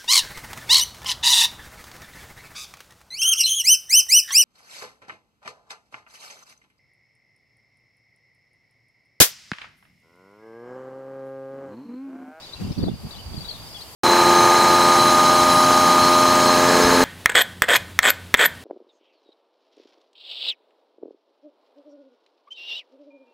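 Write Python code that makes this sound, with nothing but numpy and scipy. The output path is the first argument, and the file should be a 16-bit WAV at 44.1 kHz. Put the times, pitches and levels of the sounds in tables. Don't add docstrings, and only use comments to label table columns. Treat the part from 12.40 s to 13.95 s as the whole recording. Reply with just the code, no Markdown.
import sys
import numpy as np
from scipy import signal
from scipy.fft import rfft, irfft
from scipy.io import wavfile
from scipy.ndimage import uniform_filter1d

SR = 44100
rng = np.random.default_rng(int(sys.argv[2]) if len(sys.argv) > 2 else 0)


def store_pcm(level_fs):
    pcm = np.round(np.clip(level_fs, -1, 1) * 32767).astype(np.int16)
    wavfile.write(sys.argv[1], SR, np.atleast_2d(pcm).T)


N = 68355
T = np.arange(N) / SR
LEFT_RIGHT = np.array([[1], [-1]])

# f/Hz, level/dB
RUSH_SPECTRUM = [(30,2),(100,3.5),(230,0),(450,1),(750,2),(1100,0),(1600,-9.5),(2500,-14.5),(5000,-45),(12000,-59)]
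# t/s, duration/s, centre f/Hz, level/dB
TWITTER_BOUTS = [(0,.06,4840,-51.5),(0.201,.17,2760,-53.5),(0.243,.17,5300,-53.5),(0.293,.07,3580,-51.5),(.86,.16,3350,-60),(1.124,.17,3626,-51),(1.263,.17,5130,-47.5),(1.4,.1,3080,-52)]
# f/Hz, level/dB
CHORUS_SPECTRUM = [(2000,-12),(3000,-7),(4100,-12.5),(4650,3),(5050,-3.5),(5600,-24),(7000,-44)]
# t/s, duration/s, stroke period/s, level/dB, pan/dB
CRICKET_TRILLS = [(0.018,.27,0.035,-48,3),(.455,.15,0.039,-50,-1),(0.587,.1,0.037,-53,17),(0.75,.09,0.038,-47,8),(0.817,.13,0.035,-48,-19),(0.926,.15,0.03,-54.5,29),(1.191,.13,.036,-43.5,0),(1.322,.12,0.032,-44,10),(1.473,.08,.052,-45.5,8)]
# t/s, duration/s, first f/Hz, turning f/Hz, last f/Hz, fraction before the turn, level/dB
BIRD_NOTES = [(0.018,0.041,3694,4000,3280,0.57,-44),(0.063,.021,4820,4460,3650,0.48,-48),(0.09,0.0098,3540,3640,3570,0.57,-42),
              (0.123,0.008,3250,3710,3850,.65,-38),(0.131,0.012,3900,4040,4600,0.51,-33.5),(0.136,0.012,4500,4310,3120,0.21,-44),(0.155,.028,2684,2730,2670,0.56,-47),(0.24,.02,2830,2740,2560,0.38,-48),
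              (0.316,.008,3200,4340,4900,.5,-43),(0.316,0.0156,4900,5170,5000,.4,-42),(0.378,0.02,3930,4710,4800,0.64,-40),(0.399,0.025,4100,3560,3350,0.48,-44),(0.424,0.023,4430,4550,3650,.55,-40),
              (0.447,0.019,3580,4040,4150,0.82,-44),(0.475,0.022,3200,3590,3170,0.58,-42),(0.507,0.029,2920,2790,2880,0.56,-53.5),
              (.705,.012,3520,3870,4540,.5,-40),(.706,0.03,4450,4650,4370,.5,-42.5),(0.729,0.03,3800,3500,2720,0.48,-43),(0.758,0.019,3630,4040,4150,0.83,-43.5),(0.783,0.029,2917,3060,2600,0.83,-42),
              (0.935,0.015,3280,3360,4460,0.32,-47.5),(0.965,0.026,4656,4650,3770,0.49,-40),(1.005,0.019,4740,4654,4470,.5,-36),(1.026,0.015,3580,3395,3330,0.54,-43),
              (1.043,0.023,3730,3950,2886,0.65,-36.5),(1.073,0.0122,2990,3890,4200,0.66,-43),(1.082,.023,4340,4574,4260,0.41,-31),(1.082,0.026,3410,3270,3250,.5,-43),(1.107,0.013,3510,4270,3920,0.61,-32),(1.135,0.032,3290,3810,3250,0.43,-43),
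              (1.285,0.019,5690,5390,5270,0.47,-48),(1.343,0.0318,3416,3394,3040,0.54,-36.5),(1.37,0.0086,3040,2805,2700,.5,-44),(1.403,0.026,3480,4370,3500,0.81,-41)]
# t/s, blade level/dB, treble level/dB
GRASS_ENVELOPE = [(0,-49.5,-69),(.185,-51,-61.5),(.212,-47.5,-57),(.24,-49,-60),(.4,-52.5,-59),(.5,-56,-63.5),(.6,-54,-57.5),(.7,-49.5,-54.5),(.78,-50.5,-57.5),(.9,-50,-56),(1.1,-48.5,-53),(1.25,-50,-52.5),(1.4,-49,-50.5),(1.55,-50,-49.5)]
# f/Hz, level/dB
BLADE_SPECTRUM = [(300,-8),(1200,-1),(2200,2),(4000,3),(6500,-0.5),(9000,-6),(12000,-9),(16000,-15)]
# f/Hz, level/dB
TREBLE_SPECTRUM = [(2000,-25),(5000,-9.5),(8000,-3),(10500,-1.5),(12500,-1),(14000,-4.5),(16000,-11.5)]
# t/s, level/dB
GUST_ENVELOPE = [(0,-64),(.14,-62),(.19,-42),(.218,-28.5),(.245,-29),(.275,-32),(.316,-31),(.336,-46),(.354,-46),(.378,-27),(.41,-26.5),(.44,-25),(.462,-29.5),(.49,-27),(.545,-34),(.574,-45),(.626,-39.5),(.648,-32),(.70,-43),(.73,-52),(.776,-40),(.835,-48.5),(.866,-41),(.90,-40),(.94,-35.5),(.98,-38.5),(1.02,-40),(1.056,-50.5),(1.23,-45),(1.55,-57)]
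# f/Hz, level/dB
BREEZE_SPECTRUM = [(20,-18),(35,-24),(55,-6),(90,-5),(150,-9),(250,-23),(400,-35),(800,-43),(2000,-91)]
# f/Hz, level/dB
BUFFET_SPECTRUM = [(20,-21),(40,-14),(70,-10),(120,-2.5),(170,1),(260,-5.5),(400,-14),(650,-28),(1200,-35.5),(3000,-57)]
# f/Hz, level/dB
BREAKUP_SPECTRUM = [(150,-14),(400,-7),(700,-2),(1100,-19),(2000,-25),(4000,-53)]
# t/s, width/s, level/dB, pan/dB
PORT_EDDIES = [(.164,0.0031,-37,8),(.224,0.0012,-19,-4),(.31,.0016,-16.5,7.5),(.391,0.0013,-17,-13),(0.432,0.0024,-21.5,-16),(.438,0.00089,-15,14),(.442,0.00072,-18,-0.5),(0.474,0.0011,-20.5,11.5),(0.484,0.00073,-14.5,-8.5),(.54,0.0016,-27,17),(0.651,0.0021,-26,-1),(0.866,0.0033,-28.5,0),(0.88,0.0037,-30.5,0),(0.92,0.0033,-31.5,-9),(.945,0.00094,-25.5,-5),(.979,0.0018,-29,-24),(1.071,.0035,-39,-13)]


def undb(db):
    return 10 ** (np.asarray(db) / 20)


def curve(rows, column=1):
    rows = np.array(rows)
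    return np.interp(T, rows[:, 0], rows[:, column])


def colour(x, spectrum):
    hz, db = np.array(spectrum).T
    gain = undb(np.interp(np.log(np.fft.rfftfreq(N, 1 / SR) + 1), np.log(hz), db))
    y = irfft(rfft(x) * gain, N)
    return y / np.std(y)


def noise(spectrum):
    return colour(rng.standard_normal((2, N)), spectrum)


def flicker(rate_hz):
    width = int(SR / rate_hz)
    y = uniform_filter1d(rng.standard_normal((2, N)), width, mode="wrap")
    y = uniform_filter1d(y, width, mode="wrap")
    return y / np.std(y)


def tone(hz):
    return np.sin(2 * np.pi * np.cumsum(hz) / SR)


def delay(x, lag_s):
    return np.interp(T - lag_s, T, x)


def add(out, start, x, pan_db):
    i = max(int(start * SR), 0)
    x = x[:max(N - i, 0)]
    out[:, i:i + len(x)] += x * undb(LEFT_RIGHT * pan_db / 2)


def reflections(x, decay):
    response = rng.standard_normal((2, len(decay))) * decay
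    response /= np.sqrt(np.sum(response ** 2, axis=1, keepdims=True))
    return signal.fftconvolve(x, response, axes=1)[:, :N]


def field_echo(x, echo_db, t60_s=0.26):
    return x + undb(echo_db) * reflections(x.mean(axis=0)[None], undb(-60 * T / t60_s))


def stem_scatter(x, decay_s=0.012):
    t = T[:int(5 * decay_s * SR)]
    return x + undb(-5) * reflections(x, np.exp(-t / decay_s))


def distant_rush():
    mid, side = noise(RUSH_SPECTRUM)
    blade_db = curve(GRASS_ENVELOPE)
    out = np.array([mid, delay(mid, lag_s=68e-6)]) + undb(-12) * side * LEFT_RIGHT
    return out * undb(-49.5 + blade_db - blade_db.mean() + 0.76 * flicker(24))


def far_birds(chirp_s=0.0093, chirps_per_s=93):
    out = np.zeros((2, N))
    u = T[:int(chirp_s * SR)] / chirp_s
    for at, length, centre_hz, db in TWITTER_BOUTS:
        for start in np.arange(at, at + length, 1 / chirps_per_s):
            pitch, glide, late = rng.standard_normal(3)
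            hz = centre_hz * (1 + 0.0767 * pitch + 0.11 * glide * (u - .5))
            add(out, start + .004 * late, tone(hz) * np.sin(np.pi * u) * undb(db), pan_db=5.5)
    return field_echo(out, echo_db=1)


def crickets(wing_hz=4757, sag_hz=297, stroke_s=0.0262):
    out = np.zeros((2, N))
    u = T[:int(stroke_s * SR)] / stroke_s
    for at, length, period, db, pan_db in CRICKET_TRILLS:
        for start in np.arange(at, at + length - stroke_s / 2, period):
            pitch, force = rng.standard_normal(2)
            hz = wing_hz * (1 + .006 * pitch) - sag_hz * u ** 1.91
            add(out, start, tone(hz) * np.sin(np.pi * u) * undb(db + 0.5 + 0.48 * force), pan_db)
    out[1] = delay(out[1], lag_s=50e-6)
    near = field_echo(out, echo_db=-7)
    chorus = noise(CHORUS_SPECTRUM) * undb(-51 + 1.8 * flicker(48))
    return near + chorus


def small_bird(edge_s=0.005):
    out = np.zeros((2, N))
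    waver, flutter = flicker(440)[0], flicker(300)[0]
    for at, length, first_hz, turn_hz, last_hz, share, db in BIRD_NOTES:
        t = T[:int(length * SR)]
        here = slice(int(at * SR), int(at * SR) + len(t))
        turn = share * length
        approach = (first_hz - turn_hz) * (1 - t / turn) ** 2
        departure = (last_hz - turn_hz) * ((t - turn) / (length - turn)) ** 2
        hz = (turn_hz + np.where(t < turn, approach, departure)) * (1 + 0.012 * waver[here])
        swell = np.sin(np.pi / 2 * np.clip(np.minimum(t, length - t) / edge_s, 0, 1))
        add(out, at, tone(hz) * swell * undb(db - 3.5 + 1.18 * flutter[here]), pan_db=12)
    out[1] = delay(out[1], lag_s=70e-6)
    return field_echo(stem_scatter(out), echo_db=-2.5)


def hiss(spectrum):
    mid, side = noise(spectrum)
    friction = (mid + undb(0.8) * side * LEFT_RIGHT) / np.sqrt(2)
    husks = rng.standard_normal((2, N)) * (rng.random((2, N)) < .02)
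    return friction + undb(-11) * colour(husks, spectrum)


def grass():
    blades = hiss(BLADE_SPECTRUM) * undb(curve(GRASS_ENVELOPE) - 0.5 + flicker(25))
    treble = hiss(TREBLE_SPECTRUM) * undb(curve(GRASS_ENVELOPE, column=2) + 1 + flicker(25))
    return blades + treble


def buffeting(reference_db=-32):
    gust_db = curve(GUST_ENVELOPE) - reference_db
    breeze = noise(BREEZE_SPECTRUM) * undb(-35.5 + 0.77 * gust_db)
    buffet = noise(BUFFET_SPECTRUM) * undb(-33 + 1.35 * gust_db + 3 * flicker(72))
    return breeze + buffet


def eddies(crossing_s=0.0012, breakup_s=0.005, tight_s=0.001):
    out = np.zeros((2, N))
    turbulence = noise(BREAKUP_SPECTRUM) * undb(-25)
    for at, width, db, pan_db in PORT_EDDIES:
        t = np.array([T - at, T - at - crossing_s])
        suction = ((t / width) ** 2 - 1) * np.exp(-(t / width) ** 2 / 2)
        puff = turbulence * np.exp(-(t / breakup_s) ** 2 / 2) * tight_s / width
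        out += (suction + puff) * undb(db + LEFT_RIGHT * pan_db / 2)
    return out


def scene():
    return buffeting() + eddies() + grass() + distant_rush() + small_bird() + far_birds() + crickets()


def record(dry):
    return signal.sosfilt(signal.ellip(10, .2, 80, 15800, fs=SR, output="sos"), dry)


dry = scene()
out = record(dry)
store_pcm(out)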